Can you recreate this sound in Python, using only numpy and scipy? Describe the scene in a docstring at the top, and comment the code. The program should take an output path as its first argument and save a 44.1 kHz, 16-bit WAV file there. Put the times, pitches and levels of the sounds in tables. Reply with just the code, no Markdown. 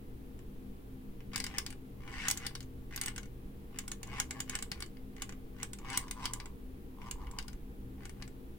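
"""Over a fan that hums steadily from start to end, a faint knock opens the scene.
From 1.3 s a small steel ball runs through a hand-held plastic maze, close by in a small room, in bursts of runs.
It drums and grinds over the ribbed floor, knocks against the walls and rebounds; knocks and ribs are short
contacts that ring the damped modes of the tray. A deep rumble swells near 3.3, 6.5 and 7.3 s.
The last runs and knocks, past 8 s, are faint and leave the fan and the hiss of the microphones."""
import sys
import numpy as np
from scipy import signal
from scipy.fft import rfft, irfft, next_fast_len
from scipy.io import wavfile
from scipy.ndimage import uniform_filter1d

SR = 44100
rng = np.random.default_rng(int(sys.argv[2]) if len(sys.argv) > 2 else 0)


def store_pcm(level_fs):
    """Save levels as 16-bit WAV."""
    pcm = np.round(np.clip(level_fs, -1, 1) * 32767).astype(np.int16)
    wavfile.write(sys.argv[1], SR, np.atleast_2d(pcm).T)


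N = 378378
TIME = np.arange(N) / SR

# Ball meets wall. Each row: time in seconds, pitch of that wall in Hz, strength in dB,
# hardness of the contact in dB per octave.
KNOCKS = [(0.39, 7250, -69, -3), (1.2045, 2830, -71.5, -7), (1.333, 4750, -57.5, -4.5),
          (1.3591, 5000, -38, 1.5), (1.378, 8450, -46, -1), (1.4009, 4900, -41.5, 1),
          (1.4406, 4940, -42, 1.5), (1.465, 5460, -46, 0.5), (1.5829, 5300, -35.5, 2.5),
          (1.6635, 4660, -45.5, 1.5), (1.704, 9200, -53.5, 1), (1.7257, 9150, -58.5, -2.5),
          (2.283, 6575, -33.5, 3.5), (2.3005, 6400, -39.5, 0.5), (2.3109, 5640, -33.5, 5.5),
          (2.3733, 6500, -44.5, 4), (2.4653, 4640, -40.5, 2.5), (2.552, 4550, -47.5, 1),
          (2.605, 4730, -54.5, 2.5), (2.6275, 6600, -62, 2), (2.9608, 12700, -44, 4),
          (2.976, 4690, -51, -3), (3.0132, 8600, -39.5, 2.5), (3.036, 6476, -47.5, 1),
          (3.0596, 8500, -42.5, 4), (3.0811, 8200, -44, -1.5), (3.161, 8250, -52, -1),
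          (3.1795, 6670, -47.5, -1), (3.231, 6300, -60.5, -2.5), (3.256, 6694, -67, -2),
          (3.787, 6620, -42, 3), (3.879, 8000, -48.5, 2.5), (3.916, 6765, -44, 2.5),
          (4.0304, 6750, -49.5, 1), (4.072, 6655, -62, 4), (4.1996, 6640, -34.5, 1.5),
          (4.308, 7595, -44.5, -0.5), (4.4025, 7080, -41, 2.5), (4.4956, 6762, -43, 2),
          (4.5522, 8000, -40.5, 0), (4.5883, 7170, -50, -0.5), (4.6246, 7870, -44, 3),
          (4.716, 4571, -43, -0.5), (4.804, 8550, -51, 0.5), (4.823, 4560, -46, 0), (4.861, 7483, -63, 2),
          (4.969, 4700, -71.5, -6), (5.1645, 6797, -64, -4), (5.22, 7102, -43, 1), (5.2925, 7010, -55, -3),
          (5.323, 7108, -61.5, -4.5), (5.6298, 8040, -42.5, 1.5), (5.7324, 8259, -50, 2.5),
          (5.7863, 6892, -59, 0), (5.9005, 7850, -50, -1), (5.93, 4708, -52.5, -1), (5.9735, 8526, -34, 4),
          (6.0808, 5624, -59.5, -3), (6.1105, 8470, -43.5, 2), (6.255, 4799, -39, 0),
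          (6.3344, 7510, -43, 4), (6.4001, 4790, -53, -3), (6.457, 7767, -57, -2.5),
          (7.0163, 2989, -67.5, -8), (7.111, 7220, -44.5, 3.5), (7.269, 2933, -66, -6.5),
          (7.312, 7730, -60, 2.5), (7.3864, 4930, -44, 0), (7.4255, 4770, -60, 0.5),
          (7.481, 4959, -53.5, 0.5), (7.53, 6610, -63, -1), (8.0536, 7700, -55, -2),
          (8.094, 9086, -57.5, -0.5), (8.2232, 4513, -53.5, -2.5), (8.277, 7543, -62.5, -1.5)]
# Borders between body, knock, click and snap of a knock, in Hz.
KNOCK_EDGES_HZ = [3100, 6200, 10500]
# Colour of an average knock over its first 10 ms, from body to snap. Each row: band centre in Hz, relative level in dB.
KNOCK_COLOUR = [(2000, 0.5), (4600, -2), (7900, -1.5), (12500, -7)]
HARDNESS_PIVOT_HZ = 5930   # a harder contact lifts what lies above and thins what lies below
WALL_LIFT_DB, WALL_LIFT_OCTAVES = 5.5, 0.24   # the struck wall favours the region around its own pitch
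# The struck wall's own ring: level against the tray's before the knock is coloured, decay, half-width
WALL_DB, WALL_T60_S, WALL_WIDTH_HZ = -8.5, 0.03, 490

# Modes of the tray. Each row: frequency in Hz, relative level in dB, left over right in dB.
TRAY_MODES = [(810, -5, 0), (1090, 0.5, -1.5), (1430, -9, 17.5), (1534, -3.5, -1), (1716, -6.5, 13.5),
              (2027, 4, -4.5), (2143, -1, 8), (2930, 3, 1), (4200, -30, 2), (4696, -3.5, 9),
              (5345, -3.5, 7.5), (5765, -3, -11), (6550, -0.5, 3), (6940, -30, -20), (7390, -1, -0.5),
              (8020, 0, -7.5), (8260, -6, -3), (8730, -3, 6), (9270, -4.5, 9.5), (9950, -1, 1),
              (10840, -4, 3.5), (15070, -6, 3)]
TRAY_T60_S, TRAY_DAMPING = .04, .33   # decay of the lowest mode; how much sooner higher ones die
SPOT_SPREAD_DB = 4.0      # a mode answers up to this much louder or softer, depending on the spot
LEFT_LEAD_S = .00009
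# Crowd of heavily damped wall modes, heard as a crack. Each row: frequency in Hz, relative level in dB.
CRACK = [(150, 19), (600, -9), (900, 5), (2200, 16.5), (3500, 8), (6000, 3.5), (9000, 0.5), (12000, -5),
         (14000, -5), (15300, -6)]
CRACK_DB, CRACK_T60_S, CONTACT_S = 11, 0.026, 0.00058   # the contact time softens the onset
CRACK_PAN = .8   # share of the tray's left-right balance that the crack follows
RING = 4096   # length of a ring in samples

# The ball runs down a corridor. Each row: sets off in seconds, reaches the wall in seconds,
# comes to rest in seconds, rolling at top speed in dB, floor drumming at top speed in dB.
RUNS = [(1.306, 1.352, 1.413, -45, -62.5), (1.379, 1.582, 1.778, -49, -52), (1.94, 2.285, 2.466, -41, -50),
        (2.27, 2.464, 2.71, -48, -57), (2.881, 2.95, 3.12, -47, -59), (2.931, 3.08, 3.284, -49, -56),
        (3.68, 3.789, 4.015, -55, -58.5), (4.0, 4.202, 4.29, -45, -48), (4.25, 4.401, 4.46, -54.5, -52.5),
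        (4.421, 4.55, 4.754, -48, -54), (4.66, 4.803, 4.9, -59, -63), (5.12, 5.219, 5.38, -55, -64),
        (5.52, 5.63, 5.71, -52, -60.5), (5.779, 5.971, 6.14, -42, -45), (6.12, 6.253, 6.56, -50.5, -46),
        (6.94, 7.09, 7.2, -59, -51), (7.12, 7.249, 7.4, -63.5, -52), (7.22, 7.385, 7.55, -68, -52.5),
        (7.951, 8.051, 8.075, -57, -60.5), (8.138, 8.217, 8.26, -63, -62)]
REBOUND = .48   # share of its speed that the ball keeps at the wall
ROLL_POWER, DRUM_POWER = 2.0, .95   # amplitude of rolling and drumming grows as this power of the speed
# Where the ball is. Each row: time in seconds, nearness to the middle of the floor from 0 to 1.
MIDDLE = [(5.8, 0.1), (6.08, 0.86), (7.45, 0.51), (7.9, 0)]
# Borders between drumming, rolling and grit, in Hz.
ROLL_EDGES_HZ = [1200, 3200]
FLOOR_HZ, FLOOR_WIDTH_HZ = 1001, 196   # the floor's drum mode, strongest in the middle
GRIT_DB, MIDDLE_GRIT_DB = -8.5, 9   # treble of the rolling against its body; the middle of the floor adds some
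RIB_RATE, RIB_LOUD_DB = 175.0, -45   # ribs crossed per second when the ball runs at this level
RIB_DOUBLING_DB = 12.0   # so much louder, twice the ribs per second

# Reflections: level against the ball, decay of the lows, decay of the treble
ROOM_DB, ROOM_T60_S, ROOM_TOP_T60_S = -8, 0.14, 0.15

# Rush of the fan and ventilation. Each row: frequency in Hz, relative density in dB per Hz.
FAN = [(15, 0), (40, -4.5), (77, -5.5), (90, -24), (109, -30), (135, -9), (175, -19), (290, -15),
       (460, -19), (540, -29.5), (1100, -34), (2000, -39), (3400, -42.5), (5500, -50)]
FAN_DB = -47.5
# Hum of the fan. Each row: centre in Hz, half-width in Hz, level before panning in dB.
HUM = [(117.5, 3.5, -58), (200, 5, -58.5), (258.5, 3.5, -58), (470, 14, -67), (797, 8, -81)]
# Left-right likeness of the background noise. Each row: frequency in Hz, correlation from -1 to 1.
LIKENESS = [(60, 0.97), (130, 1), (290, 0.85), (640, 0.26), (1400, -0.59), (3100, 0.13), (15000, -0.22)]
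# Deep rumble that comes and goes. Each row: time in seconds, level in dB.
RUMBLE = [(2.8, -67), (3.3, -45), (3.7, -63), (5.9, -62), (6.45, -52), (6.9, -60), (7.27, -44), (7.5, -48),
          (8.0, -65.5)]
# Hiss of the left microphone. Each row: frequency in Hz, relative density in dB per Hz.
HISS_LEFT = [(1000, -43), (8600, -19), (10000, -5.5), (12000, -8), (15500, -4.5)]
# Hiss of the right microphone. Each row: frequency in Hz, relative density in dB per Hz.
HISS_RIGHT = [(1000, -7), (8600, -17), (15500, -1)]
# Level of the hiss, left and right, in dB.
HISS_DB = (-66.5, -69.5)
CUTOFF_HZ = 15950


def knocks():
    """A knock rings the struck wall and the whole tray, with a colour that depends on the spot."""
    out = np.zeros((2, N))
    table = np.array(KNOCKS)
    first = SR // 100   # 10 ms
    tray = rms_one(tray_rings(count=len(table)))
    struck = tray + from_db(WALL_DB) * wall_rings(table[:, 1])
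    bands = split(struck, KNOCK_EDGES_HZ)
    level = np.sqrt(np.mean(bands[..., :first] ** 2, axis=(2, 3)))
    gain = from_db(knock_colours()) / level
    rings = np.sum(bands * gain[..., None, None], axis=0)
    for s, ring in zip(table[:, 0], rings):
        add(out, int(s * SR), ring)
    return out


def knock_colours():
    """Harder contacts are brighter and the struck wall stands out: bands x knocks, dB."""
    _, wall_hz, strength_db, hardness = np.transpose(KNOCKS)
    hz, colour_db = np.transpose(KNOCK_COLOUR)[:, :, None]
    near_wall = np.exp(-.5 * (np.log2(hz / wall_hz) / WALL_LIFT_OCTAVES) ** 2)
    tilt_db = hardness * np.log2(hz / HARDNESS_PIVOT_HZ)
    return strength_db + colour_db + tilt_db + WALL_LIFT_DB * near_wall


def wall_rings(pitch_hz):
    """Each thin wall rings broadly at its own pitch, louder on the side where the tray radiates that pitch."""
    hz, _, pan = np.transpose(TRAY_MODES)
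    t = np.arange(RING) / SR
    centre = pitch_hz[:, None, None]
    noise = rng.standard_normal((len(centre), 2, RING))
    ring = shaped(noise, lambda f: 1 / (1 + ((f - centre) / WALL_WIDTH_HZ) ** 2))
    envelope = dying(t, WALL_T60_S) * (1 - np.exp(-t / CONTACT_S))
    ring = ring * envelope * from_db(np.interp(centre, hz, pan) * [[.5], [-.5]])
    return ring / np.std(ring, axis=(1, 2), keepdims=True)


def tray_rings(count):
    """Damped modes and a noisy crack for taps on different spots of the tray: count x 2 x RING."""
    hz, db, pan = np.transpose(TRAY_MODES)
    t60 = TRAY_T60_S * (hz[0] / hz) ** TRAY_DAMPING   # plastic damps high modes sooner
    t = np.arange(RING) / SR
    draws = rng.standard_normal((count, 2, RING + 2 * len(hz)))
    noise, strength, phase = np.split(draws, [RING, RING + len(hz)], axis=2)

    spot_db = SPOT_SPREAD_DB * np.tanh(strength[:, :1])
    gain = from_db(db + spot_db + pan * [[.5], [-.5]])
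    # low modes reach both microphones alike, high ones radiate unevenly
    angle = 2 * np.pi * (phase[:, :1] + hz * [[LEFT_LEAD_S], [0]]) + phase * hz / 3500
    modes = np.exp(2j * np.pi * hz[:, None] * t) * dying(t, t60[:, None])
    weights = (gain * np.exp(1j * angle)).reshape(-1, len(hz))
    ring = (weights @ modes).real.reshape(noise.shape)

    low, high = split(noise, [2400])
    crack_noise = left_first(low[:, :1]) + high   # lows shared by both sides, highs separate

    def crack_colour(f):
        return from_db(at_hz(CRACK, f) + CRACK_PAN * np.interp(f, hz, pan) * [[.5], [-.5]])

    crack = rms_one(shaped(crack_noise, crack_colour)) * dying(t, CRACK_T60_S)
    return (ring + from_db(CRACK_DB) * crack) * (1 - np.exp(-t / CONTACT_S))


def rolling(pan_db, soft_hz):
    """The ribs and fine grain of the floor tap the tray; its ring changes as the ball moves on."""
    drum_db, roll_db = run_levels()
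    middle = np.clip(np.interp(TIME, *np.transpose(MIDDLE)), 0, 1)
    ribs = rib_ticks(np.maximum(roll_db, drum_db), unevenness=.25)
    bumps = ribs + .4 * rng.standard_normal(N)   # the noise is the fine grain

    stretch = 1024   # samples for which the tray keeps one ring
    count = N // stretch
    run = np.zeros((2, N))
    pieces = bumps[:count * stretch].reshape(count, 1, stretch)
    rung = signal.fftconvolve(pieces, tray_rings(count=count), axes=2)
    for k, piece in enumerate(rung):
        add(run, k * stretch, piece)

    drum, roll, grit = split(run, ROLL_EDGES_HZ)
    # rolling contact is softer than a knock
    grit = shaped(grit, lambda hz: 1 / np.sqrt(1 + (hz / soft_hz) ** 4))
    floor_band = FLOOR_HZ + FLOOR_WIDTH_HZ * np.array([-.5, .5])
    floor = signal.sosfilt(signal.butter(2, floor_band, "band", fs=SR, output="sos"), bumps)
    # the floor's own mode takes over towards the middle
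    drum = np.sqrt(middle) * evened(left_first(floor)) + np.sqrt(1 - middle) * evened(drum)
    grit_db = roll_db + GRIT_DB + MIDDLE_GRIT_DB * middle
    out = from_db(drum_db) * evened(drum) + from_db(roll_db) * evened(roll) + from_db(grit_db) * evened(grit)
    return out * from_db([[pan_db / 2], [-pan_db / 2]])


def run_levels():
    """The ball speeds up evenly down the slope, rebounds more slowly and coasts to rest: drumming and rolling in dB."""
    drum = roll = np.full(N, 1e-6)
    for start, wall, rest, roll_db, drum_db in RUNS:
        speeding_up = (TIME - start) / (wall - start)
        coasting = REBOUND * (rest - TIME) / (rest - wall)
        speed = np.clip(np.where(TIME < wall, speeding_up, coasting), 0, 1)   # share of the top speed
        # where runs overlap the louder one counts
        drum = np.maximum(drum, from_db(drum_db) * speed ** DRUM_POWER)
        roll = np.maximum(roll, from_db(roll_db) * speed ** ROLL_POWER)
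    return 20 * np.log10([drum, roll])


def rib_ticks(roll_db, unevenness):
    """One tick per rib crossed, closer together in a louder run and scaled to keep the train's power even."""
    per_s = np.maximum(RIB_RATE * 2 ** ((roll_db - RIB_LOUD_DB) / RIB_DOUBLING_DB), 20)
    ribs = np.cumsum(per_s) / SR   # ribs crossed so far
    gap, force = unevenness * rng.uniform(-1, 1, (RING, 2)).T
    places = np.cumsum(1 + gap)
    crossed = places < ribs[-1]
    at = np.searchsorted(ribs, places[crossed])
    train = np.zeros(N)
    train[at] = (1 + 2 * force[crossed]) * np.sqrt(SR / per_s[at])
    return train


def room(x, gap_s, dull_hz):
    """Diffuse reflections from desk and walls, as decaying noise; the treble is weaker."""
    t = np.arange(SR // 2) / SR
    low, high = split(rng.standard_normal((2, len(t))), [dull_hz])
    tail = low * dying(t, ROOM_T60_S) + high * 0.53 * dying(t, ROOM_TOP_T60_S)
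    tail = tail * np.clip(t / gap_s - 1, 0, 1)   # silent for the gap, then fades in over as long
    return signal.fftconvolve(x, rms_one(tail) / np.sqrt(len(t)), axes=1)[:, :N]


def fan(hum_pan_db):
    """A low rush of air with narrow, wavering hum lines, all made of filtered noise."""
    rush = from_db(FAN_DB) * room_noise(lambda hz: from_db(at_hz(FAN, hz)))
    hum = np.zeros((2, N))
    for centre, width, db in HUM:
        hum += from_db(db) * room_noise(lambda hz: 1 / (1 + ((hz - centre) / width) ** 2))
    return rush + hum * from_db([[hum_pan_db / 2], [-hum_pan_db / 2]])


def rumble(centre_hz):
    """Slow swells of noise at the very bottom."""
    swell = from_db(np.interp(TIME, *np.transpose(RUMBLE)))
    return swell * room_noise(lambda hz: np.exp(-2 * np.log2(hz / centre_hz) ** 2))


def hiss():
    """Each microphone has its own faint hiss of coloured noise."""
    sides = []
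    for colour, db in zip((HISS_LEFT, HISS_RIGHT), HISS_DB):
        noise = shaped(rng.standard_normal(N), lambda hz: from_db(at_hz(colour, hz)))
        sides.append(from_db(db) * rms_one(noise))
    return np.array(sides)


def room_noise(gain_at):
    """Stereo noise of rms 1 whose mid and side set how alike the channels are at each frequency."""
    def likeness(hz):
        return np.clip(at_hz(LIKENESS, hz), -1, 1)

    mid, side = rng.standard_normal((2, N))
    mid = shaped(mid, lambda hz: gain_at(hz) * np.sqrt(1 + likeness(hz)))
    side = shaped(side, lambda hz: gain_at(hz) * np.sqrt(1 - likeness(hz)))
    return rms_one(np.array([mid + side, mid - side]))


def left_first(x):
    """One sound at both microphones, the right one a little later."""
    return shaped(x, lambda hz: np.exp(-2j * np.pi * hz * [[0], [LEFT_LEAD_S]]))


def evened(x):
    """Unit level over some 60 ms; single taps still stand out."""
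    return x / np.sqrt(uniform_filter1d(np.mean(x ** 2, axis=0), size=2600) + 1e-12)


def from_db(db):
    """Decibels to gain."""
    return 10 ** (np.asarray(db) / 20)


def rms_one(x):
    """Scale to unit rms."""
    return x / np.sqrt(np.mean(x ** 2) + 1e-20)


def bins(size):
    """Frequencies of a transform of this length, in Hz, none below 1."""
    return np.maximum(np.arange(size // 2 + 1) * SR / size, 1)


def at_hz(points, hz):
    """Read a spectrum on a log-frequency axis."""
    point_hz, value = np.transpose(points)
    return np.interp(np.log(hz), np.log(point_hz), value)


def dying(t, t60):
    """Exponential decay by 60 dB in t60 seconds."""
    return np.exp(-np.log(1000) * t / t60)


def shaped(x, gain_at):
    """Filter by a gain that is a function of frequency."""
    size = next_fast_len(x.shape[-1], True)
    return irfft(rfft(x, size) * gain_at(bins(size)), size)[..., :x.shape[-1]]


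def split(x, edges):
    """Neighbouring bands that add up to x again."""
    below = [shaped(x, lambda hz: 1 / (1 + (hz / edge) ** 20)) for edge in edges]
    return np.diff([0 * x, *below, x], axis=0)


def add(track, start, sound):
    """Mix a stereo sound in at a sample index."""
    track[:, start:start + sound.shape[1]] += sound[:, :N - start]


def scene():
    """The ball in its maze, the room around it and the background."""
    ball = knocks() + rolling(pan_db=0.5, soft_hz=6100)
    reflections = from_db(ROOM_DB) * room(ball, gap_s=0.0011, dull_hz=4370)
    background = fan(hum_pan_db=3.5) + rumble(centre_hz=36.6) + hiss()
    return ball + reflections + background


def record(dry):
    """The top is cut steeply."""
    return shaped(dry, lambda hz: 1 / np.sqrt(1 + (hz / CUTOFF_HZ) ** 200))


dry = scene()
out = record(dry)
store_pcm(out)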